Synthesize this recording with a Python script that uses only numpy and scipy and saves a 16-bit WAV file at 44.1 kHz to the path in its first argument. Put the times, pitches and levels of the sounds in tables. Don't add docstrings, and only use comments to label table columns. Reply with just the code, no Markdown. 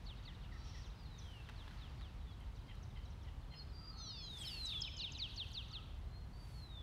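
import sys
import numpy as np
from scipy import signal
from scipy.fft import rfft, irfft
from scipy.io import wavfile
from scipy.ndimage import uniform_filter1d

SR = 44100
rng = np.random.default_rng(int(sys.argv[2]) if len(sys.argv) > 2 else 0)


def persist_wave(psi):
    counts = np.round(np.clip(psi, -1, 1) * 32767).astype(np.int16)
    wavfile.write(sys.argv[1], SR, np.atleast_2d(counts).T)


N = 300762
TIME = np.arange(N) / SR

# frequency_hz, level_db
AIR_SPECTRUM = [(22, -23.5), (42, 0.7), (70, -4), (120, -8), (200, -18.5), (330, -26), (580, -30.5),
                (920, -29), (1500, -35.5), (2400, -40), (3100, -40), (4200, -43.5), (6500, -51),
                (15500, -60)]
# time_s, change_db
RUMBLE_SWELL = [(0, 0.5), (.8, 0), (1.2, -1), (2.2, 2), (4.6, -1.5), (5.2, 0), (6.82, 1.5)]
# time_s, level_db
RUSTLE_LEVEL = [(0, -69.5), (1.0, -71.5), (1.8, -65), (2.2, -73.5), (3.2, -77), (5.9, -76), (6.82, -100)]
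# frequency_hz, level_db
RUSTLE_SPECTRUM = [(300, -17), (900, 6.5), (2000, 3), (3000, 1.5), (4200, 0), (6000, -9.5), (9000, -31.5)]
# centre_s, level_db, half_length_s
HISS_SWELLS = [(1.3, -78, .09), (1.7, -80, 0.16), (4.47, -61.5, 0.097), (4.7, -67.5, .09),
               (5.45, -76, 0.21), (6.52, -71.5, 0.11)]
# frequency_hz, level_db
HISS_SPECTRUM = [(500, -20), (1800, 1.5), (4000, -0.5), (7000, -6.5), (10000, -5), (12500, -9),
                 (15500, -22)]
# frequency_hz, level_db
TREE_SPECTRUM = [(1000, -8), (2200, 0), (2900, 5.5), (4300, -4), (5200, 3.5), (6500, 2), (9000, -26.5)]

# time_s, level_db
FLOCK_LEVEL = [(0, -73), (3.2, -76), (4.25, -80), (4.5, -68), (4.9, -65), (5.5, -68), (6.1, -85),
               (6.82, -88)]
# centre_s, level_db, half_length_s
HOOT_SWELLS = [(.62, -71, .08), (1.83, -74, 0.047), (2.8, -74.5, 0.054), (3.95, -67.5, .12),
               (4.71, -70.5, 0.087), (5.78, -70.5, 0.086)]
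# time_s, level_db
BUZZ_LEVEL = [(.49, -110), (.53, -77.5), (.77, -66), (.88, -76), (.92, -110)]
# frequency_hz, width_hz, level_db
BUZZ_RESONANCES = [(3200, 2400, -2), (5560, 600, -3)]
# time_s, pitch_hz, level_db
NASAL_SHAPE = [(0, 1043, -8), (.012, 1069, -1.5), (.03, 1010, -1.5), (.046, 922, -9)]
# start_s, level_db
NASAL_CALLS = [(2.4, -72.5), (2.68, -66), (2.957, -69), (3.248, -67), (3.509, -66.5)]
# time_s, pitch_hz, level_db
PIP_SHAPE = [(0, 2080, 3), (.01, 1990, 1), (.026, 1780, 0)]
# start_s, first_level_db
PIP_PAIRS = [(0.278, -68), (.513, -65.5), (0.739, -68)]
PIP_GAP_S, SECOND_PIP_DB = 0.033, -3
# time_s, pitch_hz, level_db
CONTACT_SHAPE = [(0, 6650, -3), (.008, 5900, 1), (.017, 4990, -6.5), (.022, 4400, -24), (.036, 3850, -3)]
# start_s, level_db, time_stretch (ratio)
CONTACT_CALLS = [(.702, -73, 1.0), (.86, -67, 1.3), (1.182, -61, 1.2), (2.558, -72, 1.0), (2.74, -76, 1.0),
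                 (2.828, -67, .8), (2.92, -78, 1.0), (3.047, -70.5, 1.1), (3.1, -73, 1.0), (3.227, -71, .7)]

# time_s, level_db (peak of the impulse before its filter)
CLICK_EVENTS = [(1.008, -55), (1.035, -53), (2.405, -48), (2.754, -49), (4.482, -36), (5.052, -45),
                (5.225, -50), (5.518, -43), (5.99, -52)]
# start_s, level_db
TICK_EVENTS = [(1.489, -49), (1.496, -49.5), (1.679, -53), (1.71, -56), (1.728, -65), (2.011, -53),
               (2.018, -56)]
# frequency_hz, level_db
TICK_SPECTRUM = [(300, -27), (1000, 2), (1800, 0.5), (2600, -8), (3800, -3), (6000, -24), (14000, -36)]

# start_s, rise_s, fall_s, crest_hz, climb_octaves_per_s, sink_octaves_per_s,
# slip_after_crest_s, slip_octaves, loudest_at (share of the length), level_db
GLIDING_WHISTLES = [(0.51, 0.014, 0.236, 4636.0, 0.0, 0.14, 0.0, 0.0, 0.45, -71.7),
                    (0.53, 0.176, 0.074, 4100.0, 0.5, 1.2, 0.0, 0.0, 0.3, -71.0),
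                    (0.92, 0.052, 0.448, 4995.0, 2.0, 2.0, 0.062, 0.09, 0.3, -68.5),
                    (2.08, 0.013, 0.237, 4544.0, 0.0, 2.29, 0.0, 0.0, 0.9, -74.7),
                    (3.505, 0.12, 0.01, 4296.0, 0.5, 0.5, 0.0, 0.0, 0.9, -60.5),
                    (3.555, 0.027, 0.04, 5130.0, 2.2, 4.0, 0.017, 0.26, 0.6, -60.0),
                    (3.73, 0.145, 0.045, 4813.0, 0.3, 0.8, 0.0, 0.0, 0.65, -57.2),
                    (3.91, 0.05, 0.325, 4375.0, 0.0, 1.62, 0.0, 0.0, 0.65, -56.0),
                    (3.77, 0.095, 0.36, 4663.0, 0.4, 2.87, 0.0, 0.0, 0.12, -66.5),
                    (3.973, 0.026, 0.026, 5060.0, 5.2, 1.01, 0.0, 0.0, 0.55, -63.7),
                    (3.976, 0.007, 0.607, 6240.0, 0.0, 1.94, 0.118, 0.13, 0.55, -53.5),
                    (4.055, 0.005, 0.07, 4432.0, 0.0, 1.94, 0.0, 0.0, 0.7, -51.1),
                    (4.16, 0.04, 0.075, 5191.0, 4.1, 2.55, 0.0, 0.0, 0.35, -56.9),
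                    (4.22, 0.025, 0.125, 6602.0, 8.0, 0.34, 0.0, 0.0, 0.1, -71.9),
                    (4.447, 0.034, 0.411, 5319.0, 5.1, 1.77, 0.018, 0.17, 0.55, -46.3),
                    (4.845, 0.011, 0.184, 3563.0, 0.0, 2.54, 0.0, 0.0, 0.9, -57.4),
                    (6.075, 0.125, 0.05, 4244.0, 0.7, 0.79, 0.0, 0.0, 0.6, -67.8),
                    (6.33, 0.085, 0.125, 4620, 0.4, 0.6, 0, 0, 0.28, -68),
                    (6.535, 0.005, 0.31, 4450, 0, 1.58, 0, 0, 0.78, -60)]
CREST_S, SLIP_S = 0.03, 0.011
WHISTLE_ONSET_DB, WHISTLE_PEAK_DB, WHISTLE_END_DB = -9, 0.5, -7
# time_s, pitch_hz, level_db
SQUEAK_SHAPE = [(-.03, 8200, -19), (-.016, 8060, -8), (0, 8240, -5.5), (.009, 7750, -2), (.016, 7050, -7)]
# time_s, level_db
SQUEAK_EVENTS = [(4.414, -52.5), (4.655, -58)]
# time_s, pitch_hz, level_db
SLUR_SHAPE = [(-.026, 6500, -6), (-.012, 5000, -18), (0, 4100, 0), (.018, 3500, -7), (.034, 2960, -3),
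              (.054, 2520, -2)]
# time_s, level_db, time_stretch (ratio)
SLUR_EVENTS = [(5.361, -59, 0.73), (5.515, -59.5, 1.11), (5.707, -59, 0.95)]
# time_from_knee_s, pitch_hz, level_db
STEEP_SHAPE = [(-.0165, 7500, -15), (-.012, 5950, 1), (-.0075, 7500, -16), (-.0055, 4950, -1),
               (-.002, 5280, 5), (.004, 4450, -9), (.023, 3720, 6), (.032, 3200, -3), (.05, 2520, -4),
               (.067, 2080, -17)]
# knee_s, level_db, time_stretch (ratio)
STEEP_CHIRPS = [(4.389, -61, 1.14), (4.672, -52, 1.17), (4.825, -50.5, 1.11), (4.983, -51.5, 1.07),
                (5.136, -53, 1.11)]
# time_from_knee_s, pitch_hz, level_db
FULL_SHAPE = [(-.019, 7500, -27), (-.011, 6150, -14), (-.002, 4900, -14), (.005, 4560, -1),
              (.019, 4150, -2), (.029, 3800, 3.5), (.046, 3230, -1), (.066, 2720, -9), (.084, 2480, -21)]
# knee_s, level_db, time_stretch (ratio)
FULL_CHIRPS = [(0.062, -58.5, 1.06), (.2, -84, .9), (.251, -59, 0.98), (.38, -81, 1.1), (.825, -73, .9),
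               (1.418, -79, 1.2), (1.553, -67.5, 1.47), (1.77, -69, 1.7), (1.987, -68.5, 1.47),
               (4.447, -51.5, 1.16), (4.686, -50.5, 1.1), (5.008, -47, 1.23), (5.195, -44.5, 1.11),
               (5.298, -62.5, 0.84), (5.374, -45.5, 0.94), (5.546, -47.5, 1.05), (5.727, -52, 1),
               (5.87, -84, 0.94)]

DISTANT_BELOW_DB, DULLING_DB_PER_OCTAVE = -59, 1.95


def from_db(db):
    return 10 ** (np.asarray(db) / 20)


def rms_one(x):
    return x / np.sqrt(np.mean(x ** 2) + 1e-20)


def level(rows):
    return from_db(np.interp(TIME, *np.transpose(rows)))


def swells(rows):
    return sum(from_db(db) * np.exp(-((TIME - s) / half) ** 2 / 2) for s, db, half in rows)


def coloured(points, size=N):
    hz, db = np.transpose(points)
    bins = np.maximum(np.arange(size // 2 + 1) * SR / size, 1)
    gain = from_db(np.interp(np.log(bins), np.log(hz), db))
    below = np.minimum(bins / hz[0], 1) ** 2
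    spectrum = rfft(rng.standard_normal(size)) * gain * below
    return rms_one(irfft(spectrum, size))


def narrow(hz, width_hz):
    radius = np.exp(-np.pi * width_hz / SR)
    b = [1, 0.0037, -1]
    a = [1, -2 * radius * np.cos(2 * np.pi * hz / SR), radius * radius]
    once = signal.lfilter(b, a, rng.standard_normal(N))
    return rms_one(signal.lfilter(b, a, once))


def drift(t, rate):
    knots = rng.standard_normal(1024)
    return np.interp((t - t[0]) * rate, np.arange(len(knots)), knots)


def add(out, s, sound):
    start = max(int(s * SR), 0)
    out[start:start + len(sound)] += sound[:max(N - start, 0)]


def sing(rows, overtones_db, waver, flutter_db, edge_s=0.0051, far_flutter=0.081, steady_db=-51):
    s, hz, db = np.transpose(rows)
    t = np.arange(s[0] - edge_s, s[-1] + edge_s, 1 / SR)
    pitch = uniform_filter1d(np.interp(t, s, hz), size=60) * (1 + waver * drift(t, rate=440))
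    phase = 2 * np.pi * np.cumsum(pitch) / SR
    from_edge_s = np.minimum(t - t[0], t[-1] - t)
    fade = np.sin(np.pi / 2 * np.clip(from_edge_s / (2 * edge_s), 0, 1)) ** 2
    twinkle_db = far_flutter * max(steady_db - db.max(), 0)
    faintness_db = max(DISTANT_BELOW_DB - db.max(), 0)
    dull_db = DULLING_DB_PER_OCTAVE * faintness_db * np.log2(pitch / pitch.mean())
    unsteady_db = flutter_db * drift(t, rate=200) + twinkle_db * drift(t, rate=45)
    gain = fade * from_db(np.interp(t, s, db) - dull_db + unsteady_db)
    voice = sum(from_db(d) * np.sin((k + 1) * phase) for k, d in enumerate(overtones_db))
    return t[0], np.sqrt(2) * gain * voice


def series(shape, events, overtones_db, waver, flutter_db):
    out = np.zeros(N)
    for s, db, *pace in events:
        stretch = pace[0] if pace else 1
        rows = np.array(shape) * [stretch, 1, 1] + [s, 0, db]
        add(out, *sing(rows, overtones_db, waver, flutter_db))
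    return out


def background(air_db=-51, drone_hz=66, drone_width_hz=22, drone_db=-59, swell_below_hz=130):
    air = from_db(air_db) * coloured(AIR_SPECTRUM)
    air += from_db(drone_db) * narrow(drone_hz, drone_width_hz)
    lowpass = signal.butter(2, swell_below_hz, fs=SR, output="sos")
    bass = signal.sosfiltfilt(lowpass, air)
    air = air + bass * (level(RUMBLE_SWELL) - 1)
    rustle = level(RUSTLE_LEVEL) * coloured(RUSTLE_SPECTRUM)
    hiss = swells(HISS_SWELLS) * coloured(HISS_SPECTRUM)
    return air + rustle + hiss


def outdoors(x, ground_db, trees_db, echo_db, t60, ground_s=0.006, build_s=0.01, count=10):
    t = TIME[:2 * SR]
    decay = from_db(-60 * t / t60) * (1 - np.exp(-t / build_s))
    tail = coloured(TREE_SPECTRUM, size=len(t)) * decay
    tail /= np.sqrt(np.sum(tail ** 2))
    scattered = signal.fftconvolve(x, tail)[:N]
    bounce = np.interp(TIME - ground_s, TIME, x, left=0)
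    echoes = np.zeros(N)
    for lag in rng.uniform(0.046, 0.22, count):
        echoes += np.interp(TIME - lag, TIME, x, left=0) * from_db(-60 * lag / t60)
    return x + from_db(ground_db) * bounce + from_db(trees_db) * scattered + from_db(echo_db) * echoes


def flock(count=80):
    out = np.zeros(N)
    for k, (when, pace, pitch, strength) in enumerate(rng.random((count, 4))):
        knee_s = (k + when) / count * N / SR
        scale = [0.67 + 0.5 * pace, 0.9 + 0.16 * pitch, 1]
        rows = np.array(FULL_SHAPE) * scale + [knee_s, 0, -6 * strength]
        add(out, *sing(rows, [0], waver=0.014, flutter_db=4.5))
    return out * level(FLOCK_LEVEL)


def far_birds(rasp_db=-3, rasp_hz=2700, rasp_width_hz=1200):
    hoots = swells(HOOT_SWELLS) * narrow(1270, 120)
    buzz = rms_one(sum(from_db(db) * narrow(hz, width) for hz, width, db in BUZZ_RESONANCES))
    buzz *= level(BUZZ_LEVEL) * from_db(4.5 * drift(TIME, rate=37))
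    nasal = series(NASAL_SHAPE, NASAL_CALLS, [-18, -1, -1, -14], waver=0.025, flutter_db=7.5)
    voice_envelope = uniform_filter1d(np.abs(nasal), size=130)
    rasp = from_db(rasp_db) * voice_envelope * narrow(rasp_hz, rasp_width_hz)
    pairs = []
    for s, db in PIP_PAIRS:
        pairs += [(s, db), (s + PIP_GAP_S, db + SECOND_PIP_DB)]
    pips = series(PIP_SHAPE, pairs, [0, -14], waver=0.015, flutter_db=3.0)
    contacts = series(CONTACT_SHAPE, CONTACT_CALLS, [0], waver=0.025, flutter_db=2.5)
    return hoots + buzz + nasal + rasp + pips + contacts


def clicks(low_hz=5000, high_hz=13000):
    out = np.zeros(N)
    for s, db in CLICK_EVENTS:
        add(out, s, from_db([db]))
    band = signal.butter(2, [low_hz, high_hz], "band", fs=SR, output="sos")
    return signal.sosfilt(band, out + 1e-18)


def ticks(decay_s=0.0037):
    out, t = np.zeros(N), TIME[:2048]
    for s, db in TICK_EVENTS:
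        burst = coloured(TICK_SPECTRUM, size=len(t)) * np.exp(-t / decay_s)
        add(out, s, from_db(db) * burst)
    return out


def whistles(fading_db=2.5, size=64):
    out = np.zeros(N)
    for start, rise, fall, crest_hz, climb, sink, slip_at, slip, loudest, db in GLIDING_WHISTLES:
        t = np.linspace(-rise, fall, size)
        octaves_down = np.where(t < 0, climb, sink) * (np.hypot(t, CREST_S) - CREST_S)
        octaves_down += slip * (1 + np.tanh((t - slip_at) / SLIP_S)) / 2
        swell_levels = [WHISTLE_ONSET_DB, WHISTLE_PEAK_DB, WHISTLE_END_DB]
        swell_db = np.interp(np.linspace(0, 1, size), [0, np.clip(loudest, 0, 1), 1], swell_levels)
        level_db = db + swell_db + fading_db * drift(t, rate=33.5)
        rows = np.transpose([start + rise + t, crest_hz * 2 ** -octaves_down, level_db])
        add(out, *sing(rows, [0], waver=0.0037, flutter_db=2.3, edge_s=0.008))
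    return out


def swallows():
    out = whistles()
    out += series(SQUEAK_SHAPE, SQUEAK_EVENTS, [0], waver=0.002, flutter_db=1.5)
    out += series(SLUR_SHAPE, SLUR_EVENTS, [0], waver=0.008, flutter_db=1.0)
    out += series(STEEP_SHAPE, STEEP_CHIRPS, [0], waver=0.01, flutter_db=4.3)
    out += series(FULL_SHAPE, FULL_CHIRPS, [0], waver=0.0054, flutter_db=2.1)
    return out


def scene():
    far = outdoors(flock() + far_birds(), ground_db=-9.5, trees_db=-12.52, echo_db=-14, t60=0.52)
    near = outdoors(ticks() + swallows(), ground_db=-14.5, trees_db=-16.52, echo_db=-20.5, t60=0.91)
    return (background() + from_db(0.5) * far + clicks() + near)[None, :]


def record(dry, cutoff_hz=15700):
    lowpass = signal.ellip(10, 0.1, 70, cutoff_hz, fs=SR, output="sos")
    return signal.sosfilt(lowpass, dry)


dry = scene()
out = record(dry)
persist_wave(out)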